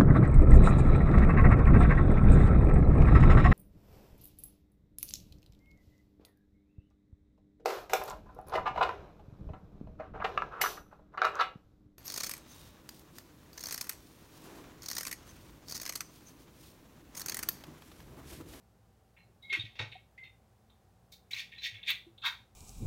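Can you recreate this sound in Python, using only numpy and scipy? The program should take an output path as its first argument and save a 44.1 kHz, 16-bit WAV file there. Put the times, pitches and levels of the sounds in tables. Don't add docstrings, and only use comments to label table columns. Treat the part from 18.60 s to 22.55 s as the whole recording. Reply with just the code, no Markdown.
import sys
import numpy as np
from scipy import signal
from scipy.fft import rfft, irfft
from scipy.io import wavfile
from scipy.ndimage import uniform_filter1d

SR = 44100
rng = np.random.default_rng(int(sys.argv[2]) if len(sys.argv) > 2 else 0)


def file_out(sig):
    cols = np.atleast_2d(sig).T
    lim = np.clip(cols, -1, 1)
    pcm = np.round(lim * 32767).astype(np.int16)
    wavfile.write(sys.argv[1], SR, pcm)


N = 174195

# low_hz, high_hz
ZONES = [(250, 800), (850, 1580), (1760, 2950), (3100, 4250), (4300, 6900), (7000, 11600), (11700, 16500)]

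FLOOR_DB, RUMBLE_CUT_HZ = -67.5, 30
MAINS_HZ, MAINS_DB = 58.8, -72.5
GRAIN_DB, GRAINS_PER_S = 3, 300
MODE_SPREAD_DB, MODE_DETUNE = 3.5, .015
NARROWEST_HZ = 40
BURST_SAMPLES = 2 ** 15
BURST_DB = -10.5
LEAD_S = .004
TWIST_START_DB, TWIST_ROUND = -40, 1.19
RING_ROUGH, RING_WAVER = 0.33, 0.064
ROOM_T60_S, ROOM_DB = 0.28, -7.5
TOP_HZ = 15850


def undb(db):
    return 10 ** (np.asarray(db) / 20)


def level(x, db):
    return x * undb(db) / np.sqrt(np.mean(x ** 2))


def curve(table, hz):
    points = np.array(table, float)
    return undb(np.interp(np.log(hz + 1), np.log(points[:, 0]), points[:, 1]))


def mode(f, hz, width_hz):
    return 1 / (1 + 2j * (f - hz) / width_hz)


def swell(t, rise_s, hold_s, t60_s):
    rise_s = max(rise_s, .001)
    rise = np.sin(np.pi / 2 * np.clip(t / rise_s, 0, 1)) ** 2
    fall_s = np.clip(t - rise_s - hold_s, 0, 9)
    return rise * undb(-60 * fall_s / max(t60_s, .01))


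def shaped_noise(response):
    return irfft(rfft(rng.standard_normal(N)) * response, N)


def floor():
    # hz, relative_db (per Hz)
    spectrum = [(15, -64.5), (25, -18.5), (43, -10), (104, -2.5), (123, -6), (144, -13.5), (179, -10.5),
                (235, -16.5), (498, -16), (1000, -22.5), (1540, -27), (2440, -33), (15700, -39.5)]
    # center_hz, width_hz (of each of two equal resonances in series), rms_db
    hum_bands = [(110, 41, -70.5), (176.4, 3.3, -77.5), (219, 8.5, -79), (771.7, 80, -80)]
    f = np.arange(N // 2 + 1) * SR / N
    rumble_cut = f ** 2 / (f ** 2 + RUMBLE_CUT_HZ ** 2)
    hiss = level(shaped_noise(curve(spectrum, f) * rumble_cut), FLOOR_DB)
    mains = np.sqrt(2) * undb(MAINS_DB) * np.sin(2 * np.pi * MAINS_HZ * np.arange(N) / SR)
    hum = sum(level(shaped_noise(mode(f, hz, width_hz) ** 2), db) for hz, width_hz, db in hum_bands)
    return hiss + mains + hum


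def grainy_contact():
    grain_samples = int(SR / GRAINS_PER_S)
    steps = rng.standard_normal((len(ZONES), N // grain_samples + 1))
    steps = np.repeat(steps, grain_samples, axis=1)[:, :N]
    grain = undb(GRAIN_DB * uniform_filter1d(steps, grain_samples // 2))
    contact = level(grain * rng.standard_normal(N), 0)
    return np.pad(contact, ((0, 0), (0, BURST_SAMPLES)))


def shell_response(f):
    # hz and gain_db (both before the random spread), width_hz (before the damping limit)
    # in the order hz, width_hz, gain_db
    modes = [(1167, 36, -18), (1622, 50, -4), (1928, 36, -3.5), (2179, 44, -2), (2650, 60, -8),
             (3287, 60, -11.5), (3620, 180, -0.5), (4450, 80, -14.5), (5400, 97, -18.5), (6250, 80, -31),
             (13900, 570, -24)]
    # hz, gain_db
    between = [(250, -28.5), (850, -20.5), (1500, -17.5), (2400, -2.5), (3000, -9.5), (3700, -17),
               (5000, -30.5), (7000, -40.5), (10000, -30.5), (14000, -39), (15800, -29.5)]
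    response = curve(between, f)
    for (hz, width_hz, gain_db), (gain_dev, pitch_dev) in zip(modes, rng.standard_normal((len(modes), 2))):
        varied_hz = hz * (1 + MODE_DETUNE * pitch_dev)
        gain = undb(gain_db + MODE_SPREAD_DB * gain_dev)
        response = response + gain * mode(f, varied_hz, max(width_hz, NARROWEST_HZ))
    return response


def scrape_force(t, rise_s, t60_s):
    return swell(t, rise_s, 0, t60_s)


def twist_force(t, rise_s, t60_s):
    growth_db = TWIST_START_DB * np.clip(1 - t / rise_s, 0, 1) ** TWIST_ROUND
    return swell(t, LEAD_S, rise_s - LEAD_S, t60_s) * undb(growth_db)


def shell_bursts():
    # time_s, peak_db, 7 x zone_db (relative to peak_db), rise_s, t60_s
    scrapes = [(0.565, -55, -29, -14, 4.5, -39, -29, -34, -25, 0.011, 0.24),
               (0.825, -47.5, -29.5, -32, -36, -6, -21.5, -26, -24, 0.0054, 0.33),
               (0.892, -40, -29.5, -20, -1, 4, -26, -30.5, -35, 0.02, 0.52),
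               (0.926, -18, -36, -18.5, -4, -13.5, -20, -30, -38, 0.0092, 0.13),
               (0.948, -28, -48, -20.5, -10, -36, -29, -41.5, -41, 0.016, 0.12),
               (0.996, -30.5, -32.5, -37, -14.5, -5.5, -22.5, -35.5, -42, 0.0046, 0.16),
               (1.049, -43, -27, -47, -1.5, -8.5, -17, -39, -34, 0.0083, 0.19),
               (1.156, -51.5, -9, -13, 3, 0, -7.5, -34, -29.5, 0.0035, 0.31),
               (1.191, -19, -17.5, -15.5, -9, -10.5, -21.5, -41, -50, 0.0081, 0.19),
               (1.317, -36.5, -21, -41, -3.5, -5.5, -29, -37, -41, 0.0075, 0.21),
               (1.579, -40, -36, -32, -8, -21, -26, -36, -35, 0.0047, 0.16),
               (1.64, -39, -32, -26, -6, -16, -25.5, -42, -32, 0.0028, 0.16),
               (2.098, -56.5, -9, -11, -13, -0.5, -32, -23, -18.5, 0.0075, 0.14),
               (2.52, -32.5, -35, -47, -23.5, -14.5, -13, -23, -17.5, 0.008, 0.15),
               (2.709, -30.5, -47, -39.5, -5, -7, -12, -20.5, -19, 0.0098, 0.13),
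               (2.732, -27.5, -58, -23.5, -11, -15, -16, -33, -30, 0.006, 0.3),
               (2.918, -37, -36, -45, -5, -10, -30, -41, -34, 0.007, 0.39),
               (2.982, -43.5, -36, -22, -4, -4.5, -13, -40, -42, 0.0038, 0.2),
               (3.017, -47, -22.5, -40, 4, -17, -8.5, -42, -36, 0.011, 0.25),
               (3.144, -33, -41, -32, -5, -7.5, -25, -36, -40, 0.0048, 0.14),
               (3.18, -49, -34, -31, -0.5, -5, -26, -31, -34, 0.0071, 0.23),
               (3.231, -36.5, -32.5, -38, -4.5, 3, -33, -45, -33, 0.0043, 0.075),
               (3.578, -49, -27, -23, -18, 4, -39, -25, -26, 0.0075, 0.15),
               (3.619, -44.5, -36, -20, -19, 5, -19, -31, -38.5, 0.0045, 0.09)]
    # peak_s, peak_db, 7 x zone_db (relative to peak_db), rise_s, t60_s
    twists = [(2.796, -28, -61, -40, -3, -5, -10.5, -24, -25, 0.092, 0.15),
              (3.046, -28.5, -48, -48, -6.5, 3, -8, -29.5, -20, 0.046, 0.1),
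              (3.065, -27, -55, -39, -1, -8, -11.5, -24.5, -28, 0.033, 0.12),
              (3.286, -26.5, -34, -39, 1.5, 3.5, -9.5, -23, -21.5, 0.044, 0.16),
              (3.304, -22.5, -38, -15, -0.5, -1.5, -22.5, -21, -19.5, 0.041, 0.086),
              (3.652, -25.5, -48, -2, -12, 5.5, -17.5, -34, -33, 0.034, 0.18),
              (3.665, -20, -54, -12, -5, -34.5, -15.5, -27.5, -22.5, 0.034, 0.17)]
    f = np.arange(BURST_SAMPLES // 2 + 1) * SR / BURST_SAMPLES
    t = np.arange(BURST_SAMPLES) / SR
    filters = [signal.butter(4, zone, "band", fs=SR, output="sos") for zone in ZONES]
    bands = [signal.sosfreqz(sos, f, fs=SR)[1] for sos in filters]
    contact = grainy_contact()
    out = np.zeros(N + BURST_SAMPLES)
    bursts = [(s - LEAD_S, scrape_force, *row) for s, *row in scrapes]
    bursts += [(s - row[-2], twist_force, *row) for s, *row in twists]
    for start_s, force_shape, peak_db, *zones_db, rise_s, t60_s in bursts:
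        i = int(start_s * SR)
        force = force_shape(t, rise_s, t60_s) * undb(peak_db + BURST_DB)
        rung = rfft(force * contact[:, i:i + BURST_SAMPLES]) * shell_response(f)
        spectrum = 0
        for zone_db, band, ring in zip(zones_db, bands, rung):
            zone = band * ring
            spectrum = spectrum + undb(zone_db) * zone / np.sqrt(np.mean(np.abs(zone) ** 2))
        out[i:i + BURST_SAMPLES] += irfft(spectrum * np.sqrt(np.sum(force ** 2)), BURST_SAMPLES)
    return out[:N]


def room(x):
    t = np.arange(SR // 2) / SR
    build_up = 1 - np.exp(-t / 0.002)
    tail = rng.standard_normal(len(t)) * undb(-60 * t / ROOM_T60_S) * build_up
    return signal.fftconvolve(x, tail * undb(ROOM_DB) / np.sqrt(np.sum(tail ** 2)))[:N]


def rings():
    # start_s, pitch_hz, level_db (sine rms before waver), rise_s, hold_s, t60_s
    tones = [(0.58, 4100, -75, 0.0058, 0.054, 0.16), (0.918, 394, -57.5, 0.0069, 0.011, 0.073),
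             (0.692, 363, -66.5, 0.006, 0.0051, 0.046), (0.819, 3850, -59.5, 0.012, 0.0089, 0.33),
             (0.824, 2160, -58, 0.023, 0.041, .1), (0.892, 2155, -38, 0.014, 0.02, 0.057),
             (.927, 2160, -32.5, 0.0054, 0.02, 0.035), (0.94, 2100, -41.5, 0.0042, 0.01, 0.063),
             (0.993, 3680, -34.5, 0.0047, 0.0015, 0.032), (1.001, 3738, -42.5, 0.0029, 0.018, 0.046),
             (0.971, 330, -55, 0.0032, 0.0063, 0.11), (0.987, 110, -45, 0.0061, 0.011, 0.11),
             (1.04, 110, -45, 0.0023, 0.0031, 0.17), (1.195, 106, -40.5, 0.011, 0.0051, 0.23),
             (1.21, 130, -47.5, 0.0023, 0.0063, 0.27), (1.353, 748, -55, 0.003, 0.0079, 0.039),
             (1.578, 2070, -54, 0.0045, 0.048, 0.28), (1.634, 4200, -73, 0.0044, 0.019, .15),
             (1.634, 3640, -64.5, 0.0043, 0.032, 0.26), (1.042, 300, -63, 0.0069, .01, 0.056),
             (2.98, 4000, -50, 0.0029, 0.014, .15), (3.301, 13950, -43, .003, .003, .04),
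             (2.732, 3950, -35.5, 0.0021, 0.0029, 0.025), (3.122, 105.3, -53, 0.0056, 0.038, 0.16),
             (3.617, 2630, -55, 0.011, 0.032, 0.11), (3.465, 342, -56.5, 0.004, 0.0042, 0.16)]
    t, out = np.arange(N) / SR, 0
    chance = rng.standard_normal((2, N))
    for start_s, hz, db, rise_s, hold_s, t60_s in tones:
        k = int(SR / (RING_WAVER * hz))
        waver = uniform_filter1d(uniform_filter1d(chance, k), k)
        log_gain, drift = RING_ROUGH * level(waver, 0)
        tone = np.exp(log_gain) * np.sin(2 * np.pi * hz * (t - start_s) + 2 * drift)
        out = out + np.sqrt(2) * undb(db) * swell(t - start_s, rise_s, hold_s, t60_s) * tone
    return out


def scene():
    background = floor()
    toys = shell_bursts()
    return (background + toys + room(toys) + rings())[None]


def record(dry):
    return signal.sosfilt(signal.ellip(14, .2, 75, TOP_HZ, fs=SR, output="sos"), dry)


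dry = scene()
out = record(dry)
file_out(out)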